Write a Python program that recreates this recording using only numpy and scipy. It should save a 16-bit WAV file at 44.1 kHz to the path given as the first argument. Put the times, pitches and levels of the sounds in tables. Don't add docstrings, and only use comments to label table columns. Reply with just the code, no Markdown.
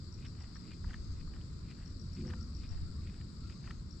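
import sys
import numpy as np
from scipy import signal
from scipy.fft import rfft, irfft, next_fast_len
from scipy.io import wavfile
from scipy.ndimage import uniform_filter1d, map_coordinates

SR = 44100
rng = np.random.default_rng(int(sys.argv[2]) if len(sys.argv) > 2 else 0)


def master(y):
    cut = np.clip(np.atleast_2d(y).T, -1, 1)
    pcm = np.round(cut * 32767)
    wavfile.write(sys.argv[1], SR, pcm.astype(np.int16))


N = 176400


def amp(db):
    return 10 ** (np.asarray(db) / 20)


def unit(x):
    return x / np.sqrt(np.mean(x ** 2) + 1e-20)


def clock():
    return np.arange(N) / SR


def wobble(rate):
    return map_coordinates(rng.standard_normal(int(N * rate / SR) + 4), [clock() * rate])


def filtered(x, response):
    size = next_fast_len(N + SR // 4)
    return irfft(rfft(x, size) * response(np.fft.rfftfreq(size, 1 / SR)), size)[..., :N]


def coloured(x, spectrum):
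    frequency_hz, gain_db = np.transpose(spectrum)
    return unit(filtered(x, lambda hz: amp(np.interp(np.log(hz + 1), np.log(frequency_hz), gain_db))))


def resonate(burst, modes, focus=lambda hz: 1):
    hz = np.fft.rfftfreq(burst.shape[-1], 1 / SR)
    response = sum((-1) ** k * amp(db) * 1j * hz * width / (centre ** 2 - hz ** 2 + 1j * hz * width)
                   for k, (centre, width, db) in enumerate(modes))
    ring = irfft(rfft(burst) * response * focus(hz), burst.shape[-1])
    return ring / np.sqrt(uniform_filter1d(ring.mean(0) ** 2, size=180).max())


def noise(side_db):
    mid, side = rng.standard_normal((2, N))
    return unit(np.array([mid + amp(side_db) * side, mid - amp(side_db) * side]))


def pan(db):
    return amp(np.array([[db], [-db]]) / 2)


def band(hz, width_hz):
    phase = 2 * np.pi * np.cumsum(hz * np.ones(N)) / SR
    return unit(wobble(width_hz) * np.sin(phase) + wobble(width_hz) * np.cos(phase))


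def patchy(depth_db):
    spectra = signal.stft(rng.standard_normal(N), nperseg=1024)[2]
    patches = uniform_filter1d(rng.standard_normal(spectra.shape), size=4, axis=0)
    patches = uniform_filter1d(patches, size=4, axis=1)
    return signal.istft(spectra * amp(depth_db * unit(patches)), nperseg=1024)[1][:N]


def outdoors():
    # frequency_hz, gain_db
    rumble_spectrum = [(12, -23.5), (28, -2), (45, -2.5), (80, 0), (105, -5), (150, -20.5), (250, -28.5),
                       (600, -75)]
    roar_spectrum = [(60, -25), (110, 1.5), (170, 2), (250, -6), (350, -12), (450, -20.5), (600, -28),
                     (900, -44), (2000, -78)]
    air_spectrum = [(300, 2), (700, -10), (1000, 1), (1300, 5), (1600, -2.5), (2200, -6.5), (3000, -12),
                    (5000, -11.5), (8000, -27), (11000, -47)]
    # time_s, level_db
    rumble_levels = [(0.0, -45.5), (0.6, -49.5), (0.62, -58.5), (0.89, -38), (0.93, -52.5), (1.11, -39.5),
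                     (1.17, -45.5), (1.68, -43), (1.74, -60), (1.77, -47), (2.72, -42), (2.74, -49.5),
                     (2.81, -39), (3.3, -49.5), (3.49, -41), (3.53, -50), (3.77, -44.5), (4.0, -51.5)]
    envelope = amp(np.interp(clock(), *np.transpose(rumble_levels)))
    rumble = envelope * coloured(noise(side_db=-22.5), rumble_spectrum) * pan(0.8)
    roar = amp(-50.5) * coloured(noise(side_db=-10), roar_spectrum) * amp(0.64 * wobble(7.05))
    air = amp(-67) * coloured(noise(side_db=-1), air_spectrum) * amp(0.94 * wobble(10))
    return rumble + roar + air


def breeze():
    # frequency_hz, gain_db
    buffet_spectrum = [(10, 3), (24, 2.5), (36, 5), (60, -20), (120, -36), (400, -78)]
    # peak_s, half_width_s, level_db
    gusts = [(1.1, 0.28, -54), (2.78, 0.11, -42)]
    envelope = amp(-63.5) + sum(amp(db) * np.exp(-((clock() - s) / width) ** 2) for s, width, db in gusts)
    return envelope * coloured(noise(side_db=1.5), buffet_spectrum) * pan(2.8)


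def hum():
    # pitch_hz, level_db, full_s, decay_s
    partials = [(85.6, -47, 2.04, 0.49), (143.5, -47, 2.2, 0.12), (197, -52, 2.176, 0.18),
                (232, -53.5, 2.2, 0.25), (259, -54.5, 2.165, 0.086), (331.4, -61, 2.2, 0.15),
                (361, -55.5, 2.195, 0.068), (505, -63, 2.25, 0.053)]
    rise_s, hold_s, roughness = 0.015, 0.068, 0.58
    t, out = clock(), np.zeros(N)
    for hz, db, full_s, decay_s in partials:
        age = t - full_s
        envelope = amp(db) * np.exp(np.minimum(age, 0) / rise_s - np.maximum(age - hold_s, 0) / decay_s)
        tone = np.sqrt(2) * np.sin(2 * np.pi * hz * t + .5 * wobble(27))
        out += envelope * (tone + roughness * band(hz, width_hz=120))
    return out


def bird():
    # middle_s, length_s, pitch_hz, level_db
    notes = [(2.382, .1, 1360, -69), (2.506, .07, 1130, -77), (2.899, .08, 1390, -68.5),
             (2.995, 0.052, 1148, -70), (3.462, .07, 1350, -67.5), (3.561, 0.055, 1140, -71)]
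    arch_hz = 52.3
    t, out = clock(), np.zeros(N)
    for middle_s, length_s, hz, db in notes:
        offset = np.clip((t - middle_s) / (length_s / 2), -4, 4)
        out += amp(db) * np.exp(-offset ** 2 / 2) * band(hz - arch_hz * offset ** 2 / 2, width_hz=130)
    return out


def insect_chorus():
    # frequency_hz, gain_db
    left_spectrum = [(2500, -41), (3400, -15), (4000, -6), (4550, -1), (5100, -4), (5600, -9.5),
                     (5950, -16), (6700, -16), (7100, -10), (7600, -8.5), (8020, -10.5), (8250, -26),
                     (9500, -30), (10800, -36), (12000, -30), (12800, -41)]
    right_spectrum = [(2800, -44), (3650, -6), (4600, -4), (5100, -4), (5700, -21.5), (6500, -23),
                      (7800, -26), (8300, -36), (10400, -53), (10800, -52), (12800, -52)]
    # time_s, level_db
    contour = [(0, -65), (.3, -66.5), (.6, -64), (.8, -64.5), (1.0, -64), (1.25, -66), (1.55, -67.5),
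               (1.8, -67), (2.2, -64.5), (2.6, -64.5), (2.95, -64.5), (3.1, -66.5), (3.4, -66), (3.7, -64),
               (3.85, -72.5), (4, -63.5)]
    contour_db = np.interp(clock(), *np.transpose(contour))
    mean_db = contour_db.mean()
    swell_db = contour_db - mean_db
    left = coloured(patchy(depth_db=1.5), left_spectrum)
    left *= amp(mean_db + 5 + .3 * swell_db + 0.21 * wobble(20) + .8 * wobble(130))
    raspers = sum(band(hz + 60 * wobble(25), width_hz=260) * amp(1.3 * wobble(18) + 2 * wobble(110))
                  for hz in (4520, 4720, 5020))
    left += amp(mean_db + .5 + 2.8 * swell_db) * unit(raspers)
    right = coloured(patchy(depth_db=3), right_spectrum)
    right *= amp(mean_db - 5.5 + 0.22 * swell_db + 0.73 * wobble(80))
    return np.array([left, right])


def trilling_insect():
    # end_s, level_db
    trills = [(1.17, -71), (2.47, -74.5), (3.81, -72.5)]
    pitch_hz, rise_s, hold_s = 6385, 0.22, 0.27
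    corners_s = [-hold_s - rise_s, -hold_s, -.02, 0]
    envelope = sum(amp(db) * np.interp(clock() - end_s, corners_s, [0, 1, 1, 0]) for end_s, db in trills)
    return envelope * band(pitch_hz + 45 * wobble(90), width_hz=310) * amp([[-2], [-16]])


def ticking_insect():
    # first_tick_s, level_db
    pairs = [(.127, -47.5), (.267, -48), (.406, -50), (.552, -48), (1.861, -49.5), (1.998, -48.5),
             (2.134, -48), (2.272, -47.5), (2.412, -48), (2.551, -47.5), (2.693, -48), (3.911, -48)]
    gap_s, width_s, pitch_hz, fall_hz_per_s = .0175, 0.0018, 5518, 99000
    reverberation_s = 0.6
    direct, t = np.zeros(N), np.arange(-400, 400) / SR
    envelope = np.exp(-(t / width_s) ** 2 / 2)
    for first_s, db in pairs:
        for tick_s in (first_s, first_s + gap_s):
            hz = pitch_hz * (1 + .009 * rng.normal())
            chirp = np.sin(2 * np.pi * (hz * t - fall_hz_per_s * t ** 2 / 2 + rng.random()))
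            tick = amp(db + rng.normal(0, 0.56)) * chirp * envelope
            direct[round(tick_s * SR) - len(t) // 2:][:len(t)] += tick
    delay_s = np.arange(SR // 4) / SR
    tail = rng.standard_normal(len(delay_s)) * amp(-60 * delay_s / reverberation_s)
    scattered = amp(-7) * signal.fftconvolve(direct, tail / np.linalg.norm(tail))[:N]
    return (direct + scattered) * amp([[0], [-26]])


def grinding(strokes, mouth, rise_s, fall_s, grit_db):
    t = clock()
    force = sum(amp(db) * np.exp(np.minimum((t - s) / rise_s, (s - t) / fall_s)) for s, db in strokes)
    cracks = noise(side_db=-9.5) * amp(grit_db * wobble(350))
    return force * coloured(cracks, mouth)


def chewing_goats():
    # peak_s, level_db
    brighter_strokes = [(.25, -61.5), (.715, -61), (1.2, -67.5), (1.71, -62.5), (2.195, -63), (2.65, -62.5),
                        (3.085, -64), (3.515, -64.5)]
    deeper_strokes = [(.41, -63), (.905, -61.5), (1.35, -68.5), (1.81, -65), (2.28, -64), (2.735, -64),
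                      (3.16, -67), (3.665, -62)]
    # frequency_hz, gain_db
    brighter_mouth = [(300, -24), (800, -11), (1500, -7), (1880, -8.5), (2100, 1.5), (2300, -4),
                      (2490, 3.5), (2720, -3.5), (3050, -6.5), (3450, -9), (3750, -3), (4500, -19),
                      (8000, -31), (12000, -45)]
    deeper_mouth = [(300, -15), (730, -1), (890, -3.5), (1020, -6), (1350, -7), (1600, -3.5), (1950, -2.5),
                    (2250, -8.5), (2500, -8), (2900, -7), (4500, -25), (8000, -34), (12000, -54)]
    brighter_goat = grinding(brighter_strokes, brighter_mouth, rise_s=0.043, fall_s=0.023, grit_db=4)
    deeper_goat = grinding(deeper_strokes, deeper_mouth, rise_s=.04, fall_s=0.066, grit_db=3)
    return brighter_goat * pan(-1) + deeper_goat * pan(1)


def lip_smacks():
    # peak_s, level_db
    snaps = [(.203, -72), (2.138, -70), (2.305, -71), (3.71, -72.5)]
    # frequency_hz, gain_db
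    snap_spectrum = [(4000, -20), (8000, -2), (10000, -5), (11800, -5), (14000, -10)]
    t, width_s = clock(), 0.0014
    envelope = sum(amp(db) * np.exp(-abs(t - s) / width_s) for s, db in snaps)
    return envelope * coloured(noise(side_db=-5), snap_spectrum) * pan(8.2)


def mouth_clicks():
    # time_s, relative_cavity_db, relative_teeth_db, pitch_hz, left_over_right_db
    clicks = [(.255, -62, -59.5, 1980, 2), (.265, -65, -62, 1880, 0), (.353, -69, -72, 1260, 2),
              (.412, -68, -71, 1570, 2), (.443, -64, -66, 1490, 1), (.558, -57.5, -65, 1860, -1),
              (.567, -58.5, -73, 1500, 5), (.717, -62, -60, 1500, 2), (.735, -68, -62, 1890, 0),
              (.845, -55.5, -91, 1170, 3), (.909, -55, -68, 1610, -1), (.934, -59, -60, 1410, 5),
              (.943, -48, -60, 1710, 3), (1.211, -65, -63.5, 1680, 1), (1.277, -63.5, -88, 1130, 1),
              (1.339, -64, -64.5, 1610, 7), (1.365, -64, -68, 1940, 0), (1.414, -69, -63.5, 1470, 7),
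              (1.713, -61, -59.5, 1720, 1), (1.789, -63, -83, 1420, 0), (2.212, -72, -63, 1850, 3),
              (2.253, -62, -81, 1370, 0), (2.303, -56, -62, 1540, 2), (2.308, -55.5, -61, 1520, 4),
              (2.337, -51.5, -60, 1400, 1), (2.635, -64, -64, 1620, 1), (2.776, -65, -76, 1690, 1),
              (3.073, -66, -62, 1950, -2), (3.099, -69, -64, 1880, 2), (3.143, -65.5, -68, 1590, 5),
              (3.213, -63.5, -63.5, 1670, 7), (3.499, -62, -66, 1380, 1), (3.526, -68, -63.5, 1330, 1),
              (3.643, -63, -69, 1490, 4), (3.677, -55, -59.5, 1320, 6), (3.71, -48.5, -56, 1550, 2.5)]
    # centre_hz, bandwidth_hz, gain_db
    cavity_modes = [(623, 180, -10), (910, 86, -5.5), (1260, 280, -2), (1870, 240, -2)]
    teeth_modes = [(2420, 240, 6.5), (2990, 320, 4.5), (3390, 380, 2.5), (4840, 2300, -6),
                   (7600, 3500, -11.5), (9670, 2700, -23)]
    rise_s, fall_s, cavity_gain_db, teeth_gain_db = 0.0016, 0.0025, 1, 0.5
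    focus_octaves = 0.53
    out = np.zeros((2, N))
    t = np.arange(-SR // 50, SR // 25) / SR
    envelope = np.exp(np.minimum(t / rise_s, -t / fall_s))
    for time_s, cavity_db, teeth_db, pitch_hz, pan_db in clicks:
        mid, side, crack_size = rng.standard_normal((3, len(t)))
        burst = envelope * amp(2.9 * crack_size) * (mid + amp(-9) * np.array([side, -side]))
        focus = lambda hz: np.exp(-(np.log2((hz + 1) / pitch_hz) / focus_octaves) ** 2 / 2) + amp(-15)
        cavity = amp(cavity_db + cavity_gain_db) * resonate(burst, cavity_modes, focus)
        teeth = amp(teeth_db + teeth_gain_db) * resonate(burst, teeth_modes)
        start = round((time_s + t[0] - .001) * SR)
        out[:, start:][:, :len(t)] += (cavity + teeth) * pan(pan_db)
    return out


def scene():
    goats = chewing_goats() + mouth_clicks() + lip_smacks()
    insects = ticking_insect() + trilling_insect() + insect_chorus()
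    return goats + insects + bird() + hum() + outdoors() + breeze()


def record(dry):
    cutoff_hz = 12800
    return filtered(dry, lambda hz: hz < cutoff_hz)


dry = scene()
out = record(dry)
master(out)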